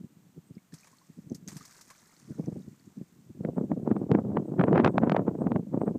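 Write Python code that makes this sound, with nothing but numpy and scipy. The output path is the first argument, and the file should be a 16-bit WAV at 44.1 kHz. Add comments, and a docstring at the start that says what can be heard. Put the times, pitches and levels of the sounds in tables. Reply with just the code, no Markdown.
"""A swimmer does a slow breaststroke in a rock pool, a few metres below a hand-held camera.
Hands and feet break the surface in light slaps, spray patters back, and trapped air rings as bubbles.
Wind eddies bump the microphone, softly at first, then in a loud gust whose hardest eddies crack.
Far behind, an insect scrapes faint, high chirps over an even hiss of air."""
import sys
import numpy as np
from scipy import signal
from scipy.fft import rfft, irfft
from scipy.io import wavfile

SR = 44100
rng = np.random.default_rng(int(sys.argv[2]) if len(sys.argv) > 2 else 0)


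def inscribe(sig):
    """Save sig as 16-bit PCM at rate SR to the path in sys.argv[1].

    A 1-D sig is mono; a 2-D sig holds one channel per row.
    Samples are clipped to [-1, 1] before scaling.
    """
    pcm = np.round(np.clip(np.atleast_2d(sig).T, -1, 1) * 32767)
    wavfile.write(sys.argv[1], SR, pcm.astype(np.int16))


N = 263718


# hands and feet hitting the water: (time [s], level [dB], plash against hiss [dB])
LIMB_HITS = [(0.738, -42, -9), (0.8434, -53, 3), (0.87, -50.5, 3), (1.346, -39, -35), (1.482, -34.5, -5),
             (1.516, -44.5, -1), (1.5662, -37.5, -6.5), (1.652, -41.5, -35), (1.8094, -41, -13),
             (1.901, -43, -1.5)]

def slaps(gain_db=-7, plash_db=-1, decay_s=0.011, plash_s=0.011, rise_s=0.0011, size=4096):
    """A limb breaks the surface: a bright hiss of spray over a lower plash."""
    out = np.zeros(N)
    t = np.arange(size) / SR
    attack = 1 - np.exp(-t / rise_s)
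    plash_band = signal.butter(2, [550, 2300], "bandpass", fs=SR, output="sos")
    hiss_band = signal.butter(2, 3500, "highpass", fs=SR, output="sos")
    for start, db, balance_db in LIMB_HITS:
        droplets = patter(size, drop_rate=32000, scatter_db=3.0, mist=0.23)
        hiss = unit(signal.sosfilt(hiss_band, droplets)) * np.exp(-t / decay_s)
        plash = unit(signal.sosfilt(plash_band, rng.standard_normal(size))) * np.exp(-t / plash_s)
        add(out, start, undb(db + gain_db) * (hiss + undb(balance_db + plash_db) * plash) * attack)
    return out


# the arm pull, then the kick: (time [s], spray level [dB], bubble level [dB], fade [dB/s])
SWIM_STROKES = [(0.72, -63.5, -64, 27), (1.474, -58, -52, 12)]

def churn(t, bubbles=False):
    """Envelope of the stirred water: each stroke swells, then dies away."""
    rise_s = 0.4 if bubbles else 0.0047  # bubbles take time to come up; spray falls back at once
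    total = 0
    for start, spray_db, bubble_db, fade_db_per_s in SWIM_STROKES:
        age = np.maximum(t - start, 0)
        db = bubble_db if bubbles else spray_db
        total += (1 - np.exp(-age / rise_s)) * undb(db - fade_db_per_s * age)
    return total


def spray(drop_rate=1800, scatter_db=3.0, mist=0.99, clump_db=2, clump_s=0.006):
    """Fine droplets patter back on the water in clumps, and foam fizzes between them."""
    t = np.arange(N) / SR
    clumps = np.interp(t / clump_s, np.arange(N), rng.standard_normal(N))
    return patter(N, drop_rate, scatter_db, mist) * undb(clump_db * clumps) * churn(t)


# tone of splashing water: (frequency [Hz], gain [dB])
SPLASH_EQ = [(700, -5), (1100, -1), (2000, 0), (2900, -13), (4200, -4), (6500, 1.5), (8500, -3.5),
             (10000, -9.5), (15000, -15)]

def patter(size, drop_rate, scatter_db, mist, bands=26):
    """Tiny impacts of unequal size, each ringing a few cycles in its own band, over a fine mist."""
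    impacts = np.zeros(size)
    edges_hz = np.geomspace(900, 15000, bands + 1)
    for low, high in zip(edges_hz, edges_hz[1:]):
        hits = rng.random(size) < drop_rate / bands / SR
        strength = undb(scatter_db * np.minimum(rng.exponential(size=size), 4))
        ticks = hits * strength * rng.choice([-1, 1], size)
        ring = signal.butter(1, [low, high], "bandpass", fs=SR, output="sos")
        impacts += signal.sosfilt(ring, ticks + 1e-9 * rng.standard_normal(size))
    return unit(colour(unit(impacts) + mist * rng.standard_normal(size), SPLASH_EQ))


def wake(plop_db=1, fizz_db=2, gurgle_db=-3, scatter_db=4, glide=0.062, length_s=2.3, count=260):
    """Air dragged under rings as bubbles: small ones plop, tiny ones fizz, big pockets gurgle."""
    out = np.zeros(N)
    for when, pitch, strength, delay in rng.random((count, 4)):
        start = SWIM_STROKES[0][0] + length_s * when
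        db = -scatter_db * np.log(strength + 0.083) - scatter_db  # many quiet, a few loud
        plop = undb(plop_db + db) * bubble(850 * 3 ** pitch, cycles=12, glide=glide)
        fizz = undb(fizz_db + db) * bubble(3800 * 2.3 ** pitch, cycles=18, glide=glide)
        gurgle = undb(gurgle_db + db) * bubble(280 * 3 ** pitch, cycles=6, glide=glide)
        add(out, start, churn(start, bubbles=True) * plop)
        for follower in (fizz, gurgle):  # these ride the spray's envelope
            start += delay / 10
            add(out, start, churn(start) * follower)
    return out


# featured bubbles, tiny under drops and larger in the wake: (time [s], level [dB], centre pitch [Hz])
PLINKS = [(0.5526, -57, 5000), (0.581, -57, 2200), (0.723, -56, 1790), (0.833, -53, 2470),
          (0.93, -56, 1074), (0.985, -54, 4360), (1.015, -58, 1065), (1.299, -45.5, 6240),
          (1.3225, -50, 5930), (1.4773, -31, 6400), (1.61, -47, 1240), (1.909, -47.5, 1080),
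          (2.166, -53, 4400), (2.46, -47, 6000), (2.622, -61, 3760), (2.797, -58, 4560)]

def plinks(cycles=34, glide_per_s=3.6):
    """Single bubbles stand out; the larger ones ring longer and slide further up through their pitch."""
    out = np.zeros(N)
    for start, db, hz in PLINKS:
        glide = glide_per_s * cycles / hz
        add(out, start, undb(db) * bubble(hz * (1 - glide / 2), cycles, glide))
    return out


def bubble(hz, cycles, glide, size=4096):
    """A bubble rings for some cycles and climbs in pitch as it nears the surface."""
    t = np.arange(size) / SR
    age = t * hz / cycles
    bend = 1 + glide * np.minimum(age, 2)
    return np.sin(2 * np.pi * hz * t * bend) * np.exp(-np.log(30) * age)


# big wind eddies: (time [s], level [dB])
WIND_THUMPS = [(0.011, -42.5), (0.043, -41), (0.169, -53.5), (0.378, -42), (0.508, -44), (0.569, -43.5),
               (0.735, -43.5), (1.1, -49), (1.187, -41.5), (1.271, -45.5), (1.317, -31.5), (1.349, -44),
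               (1.48, -42), (1.53, -45.5), (1.562, -40.5), (1.609, -52.5), (2.306, -35.5), (2.396, -29),
               (2.483, -30), (2.57, -37.5), (2.68, -43), (2.875, -47.5), (2.979, -38), (3.013, -37),
               (3.302, -44.5), (3.408, -32), (3.488, -29), (3.582, -24.5), (3.612, -27), (3.641, -30),
               (3.775, -30.5), (3.876, -24), (4.016, -27.5), (4.188, -24.5), (4.264, -31.5), (4.289, -33),
               (4.4, -29), (4.683, -22), (4.711, -24), (4.759, -20), (4.8, -19), (4.862, -18.5),
               (5.035, -21.5), (5.074, -22.5), (5.194, -23), (5.281, -22.5), (5.419, -25.5), (5.595, -29),
               (5.744, -25), (5.775, -25.5), (5.835, -28), (5.879, -24), (5.91, -28.5), (5.958, -30)]

def buffets(gain_db=3.0, calm_hz=263, bright_db=-30, db_per_doubling=3.5):
    """Big eddies thump the microphone port; stronger ones hold smaller swirls and sound brighter."""
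    out = np.zeros(N)
    for time, db in WIND_THUMPS:
        corner_hz = calm_hz * (1 + 2 ** ((db - bright_db) / db_per_doubling))
        bump = eddy(db + gain_db, corner_hz, spread_s=0.01, low_hz=190, thump=1.08)
        add(out, time - len(bump) / SR / 2, bump)
    return out


# the hardest eddies: (time [s], thump level [dB], snap level [dB], snap corner [Hz], roughness [ratio])
WIND_CRACKS = [(3.45, -28, -44.5, 1830, 0.42), (3.7175, -24.5, -40, 1130, 0.4),
               (3.914, -19, -38, 1300, 1.05), (3.966, -27, -41.5, 1300, 0.5), (4.116, -16.5, -35, 4600, .1),
               (4.15, -18, -32, 1900, 0.7), (4.371, -24, -30, 1200, 0.58), (4.596, -17.5, -31, 2100, 0.6),
               (4.613, -27, -29, 1900, 0.77), (4.639, -21.5, -31, 1900, 0.4),
               (4.73, -16.5, -33.5, 2670, 0.42), (4.779, -22.5, -26, 2280, 1.1),
               (4.848, -21, -22.5, 3560, 0.93), (4.877, -26.5, -27, 3000, 1.1),
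               (4.9812, -29.5, -23, 2630, 0.2), (5.097, -32, -30.5, 4000, 0.08),
               (5.12, -24, -29.5, 2920, 0.8), (5.147, -32, -32.5, 1090, 0.47),
               (5.166, -36.5, -28, 2400, .9), (5.47, -21.5, -42.5, 1700, 0.16),
               (5.519, -23.5, -37, 1930, 0.17), (5.561, -23, -35.5, 1500, 0.38),
               (5.816, -29, -37, 900, 0.42)]

def cracks(snap_gain_db=2.0, rasp_gain_db=-9, thump_gain_db=3, flutter=0.15, flutter_s=0.0018,
           top_hz=8200, size=4096):
    """The hardest eddies snap on top of a thump; the rough ones flutter and rasp as well."""
    out = np.zeros(N)
    t = (np.arange(size) - size / 2) / SR
    snap_band = signal.butter(4, 1000, "highpass", fs=SR, output="sos")
    for time, thump_db, snap_db, corner_hz, rough in WIND_CRACKS:
        push = rough * flutter * rng.standard_normal(size) * bell(t, flutter_s)
        push[size // 2] += rng.choice([-1, 1])
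        spike = port(push, low_hz=520, corner_hz=corner_hz, slope=1.77)
        treble_rms = np.sqrt(np.sum(signal.sosfilt(snap_band, spike) ** 2) / (.003 * SR))  # over 3 ms
        snap = undb(snap_db + snap_gain_db) * spike / treble_rms
        rasp = eddy(snap_db + rasp_gain_db, corner_hz=1700, spread_s=0.0087, low_hz=1040, thump=0)
        body = eddy(thump_db + thump_gain_db, corner_hz=700, spread_s=0.011, low_hz=178, thump=0.84)
        add(out, time + t[0], snap + rough * rasp + body)
    return signal.sosfilt(signal.butter(10, top_hz, fs=SR, output="sos"), out)


# level ride of the wind bed between the big eddies: (time [s], level [dB])
WIND_BED = [(0.0, -59), (1.1, -67.5), (1.27, -55.5), (1.43, -48), (1.66, -67), (2.15, -66.5), (2.31, -48.5),
            (2.45, -40.5), (2.55, -40), (2.7, -52.5), (2.98, -66), (3.33, -53.5), (3.61, -36.5),
            (4.03, -32.5), (4.48, -33), (4.78, -27), (5.8, -39), (5.98, -35)]

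def breeze(gain_db=-1, scatter_db=6, calm_hz=380, gust_hz=880, count=400):
    """A stream of small eddies; the faster the flow, the louder and brighter they are."""
    out = np.zeros(N)
    times, levels_db = np.transpose(WIND_BED)
    for k, (shift, strength) in enumerate(rng.uniform(-0.996, 1, (count, 2))):
        time = (k + 1 + shift / 2) / (count + 2) * N / SR
        db = np.interp(time, times, levels_db) + scatter_db * strength
        corner_hz = np.interp(db, [-44, -26], [calm_hz, gust_hz])
        bump = eddy(db + gain_db, corner_hz, spread_s=0.0059, low_hz=165, thump=0.82)
        add(out, time - len(bump) / SR / 2, bump)
    return out


def eddy(db, corner_hz, spread_s, low_hz, thump, slope=2.204, size=4096):
    """A brief swell of turbulence round one push of relative size thump; db is its level over 10 ms."""
    t = (np.arange(size) - size / 2) / SR
    swirl = rng.standard_normal(size) * bell(t, spread_s)
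    push = swirl / np.linalg.norm(swirl)
    push[size // 2] += thump * rng.choice([-1, 1])
    bump = port(push, low_hz, corner_hz, slope)
    return undb(db) * bump / np.sqrt(np.sum(bump ** 2) / (SR / 100))


def port(push, low_hz, corner_hz, slope, rumble=0.0082):
    """Pressure at the microphone port: the bass is cut, and small swirls roll off above the corner."""
    f = np.fft.rfftfreq(len(push), 1 / SR)
    s = 1j * f / low_hz
    bass_cut = s ** 4 / (1 + 0.78 * s + s ** 2) / (0.47 + s + s ** 2)
    leak = rumble * s / (s + 0.13) / (1 + s)  # a little deep rumble gets past the cut
    turbulence = 1 / (1 + s) / (1 + (f / corner_hz) ** 2) ** slope
    return irfft(rfft(push) * (bass_cut + leak) * turbulence, len(push))


# an insect on the bank, very faint and high: (time [s], level [dB])
INSECT_CHIRPS = [(0.03, -79), (0.48, -70), (3.57, -69), (3.99, -69), (4.48, -68), (4.64, -67.5), (4.9, -66),
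                 (5.41, -64), (5.82, -65), (5.88, -62.5)]

def insect(gain_db=-9, wing_hz=8200, width_hz=130, spread_s=0.022, size=8192):
    """Each chirp is a short scrape that rings a narrow wing resonance."""
    out = np.zeros(N)
    t = (np.arange(size) - size / 2) / SR
    f = np.fft.rfftfreq(size, 1 / SR)
    resonance = 1 / (1 + ((f - wing_hz) / width_hz) ** 4)
    for time, db in INSECT_CHIRPS:
        scrape = irfft(rfft(rng.standard_normal(size)) * resonance)
        add(out, time + t[0], undb(db + gain_db) * unit(scrape) * bell(t, spread_s))
    return out


# tone of the background bed: (frequency [Hz], gain [dB])
AIR_EQ = [(40, -8.5), (150, 16.5), (400, 4), (1000, 4), (2000, -1), (3200, -3.5), (5000, -5.5), (7000, -1),
          (8400, -2), (9500, -11), (12000, -6), (15000, -7)]

def air(level_db=-69):
    """Still outdoor air and microphone hiss make a faint, even bed."""
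    return undb(level_db) * unit(colour(rng.standard_normal(N), AIR_EQ))


def undb(db):
    """Decibels to gain."""
    return 10 ** (np.asarray(db) / 20)


def unit(x):
    """Scale to rms 1."""
    return x / np.sqrt(np.mean(x ** 2))


def bell(t, spread_s):
    """A smooth fade in and out, centred on t = 0."""
    return np.exp(-.5 * (t / spread_s) ** 2)


def add(out, start, sound):
    """Mix a short sound in at a time in seconds."""
    i = int(start * SR)
    a, b = max(i, 0), min(i + len(sound), len(out))
    if b > a:
        out[a:b] += sound[a - i:b - i]


def colour(x, points):
    """EQ a sound through points of (frequency [Hz], gain [dB])."""
    hz, db = np.transpose(points)
    f = np.maximum(np.fft.rfftfreq(len(x), 1 / SR), 1)
    return irfft(rfft(x) * undb(np.interp(np.log(f), np.log(hz), db)), len(x))


def scene():
    """Mono mix: the swimmer below, wind right on the microphone, insect and air behind."""
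    wind = buffets() + breeze() + cracks()
    swimmer = spray() + wake() + slaps() + plinks()
    return (swimmer + wind + insect() + air())[None]


def record(dry):
    """The camera rounds the loudest peaks and cuts the top."""
    top_cut = signal.ellip(10, .2, 70, 15450, fs=SR, output="sos")
    return signal.sosfilt(top_cut, np.tanh(dry))


dry = scene()
out = record(dry)
inscribe(out)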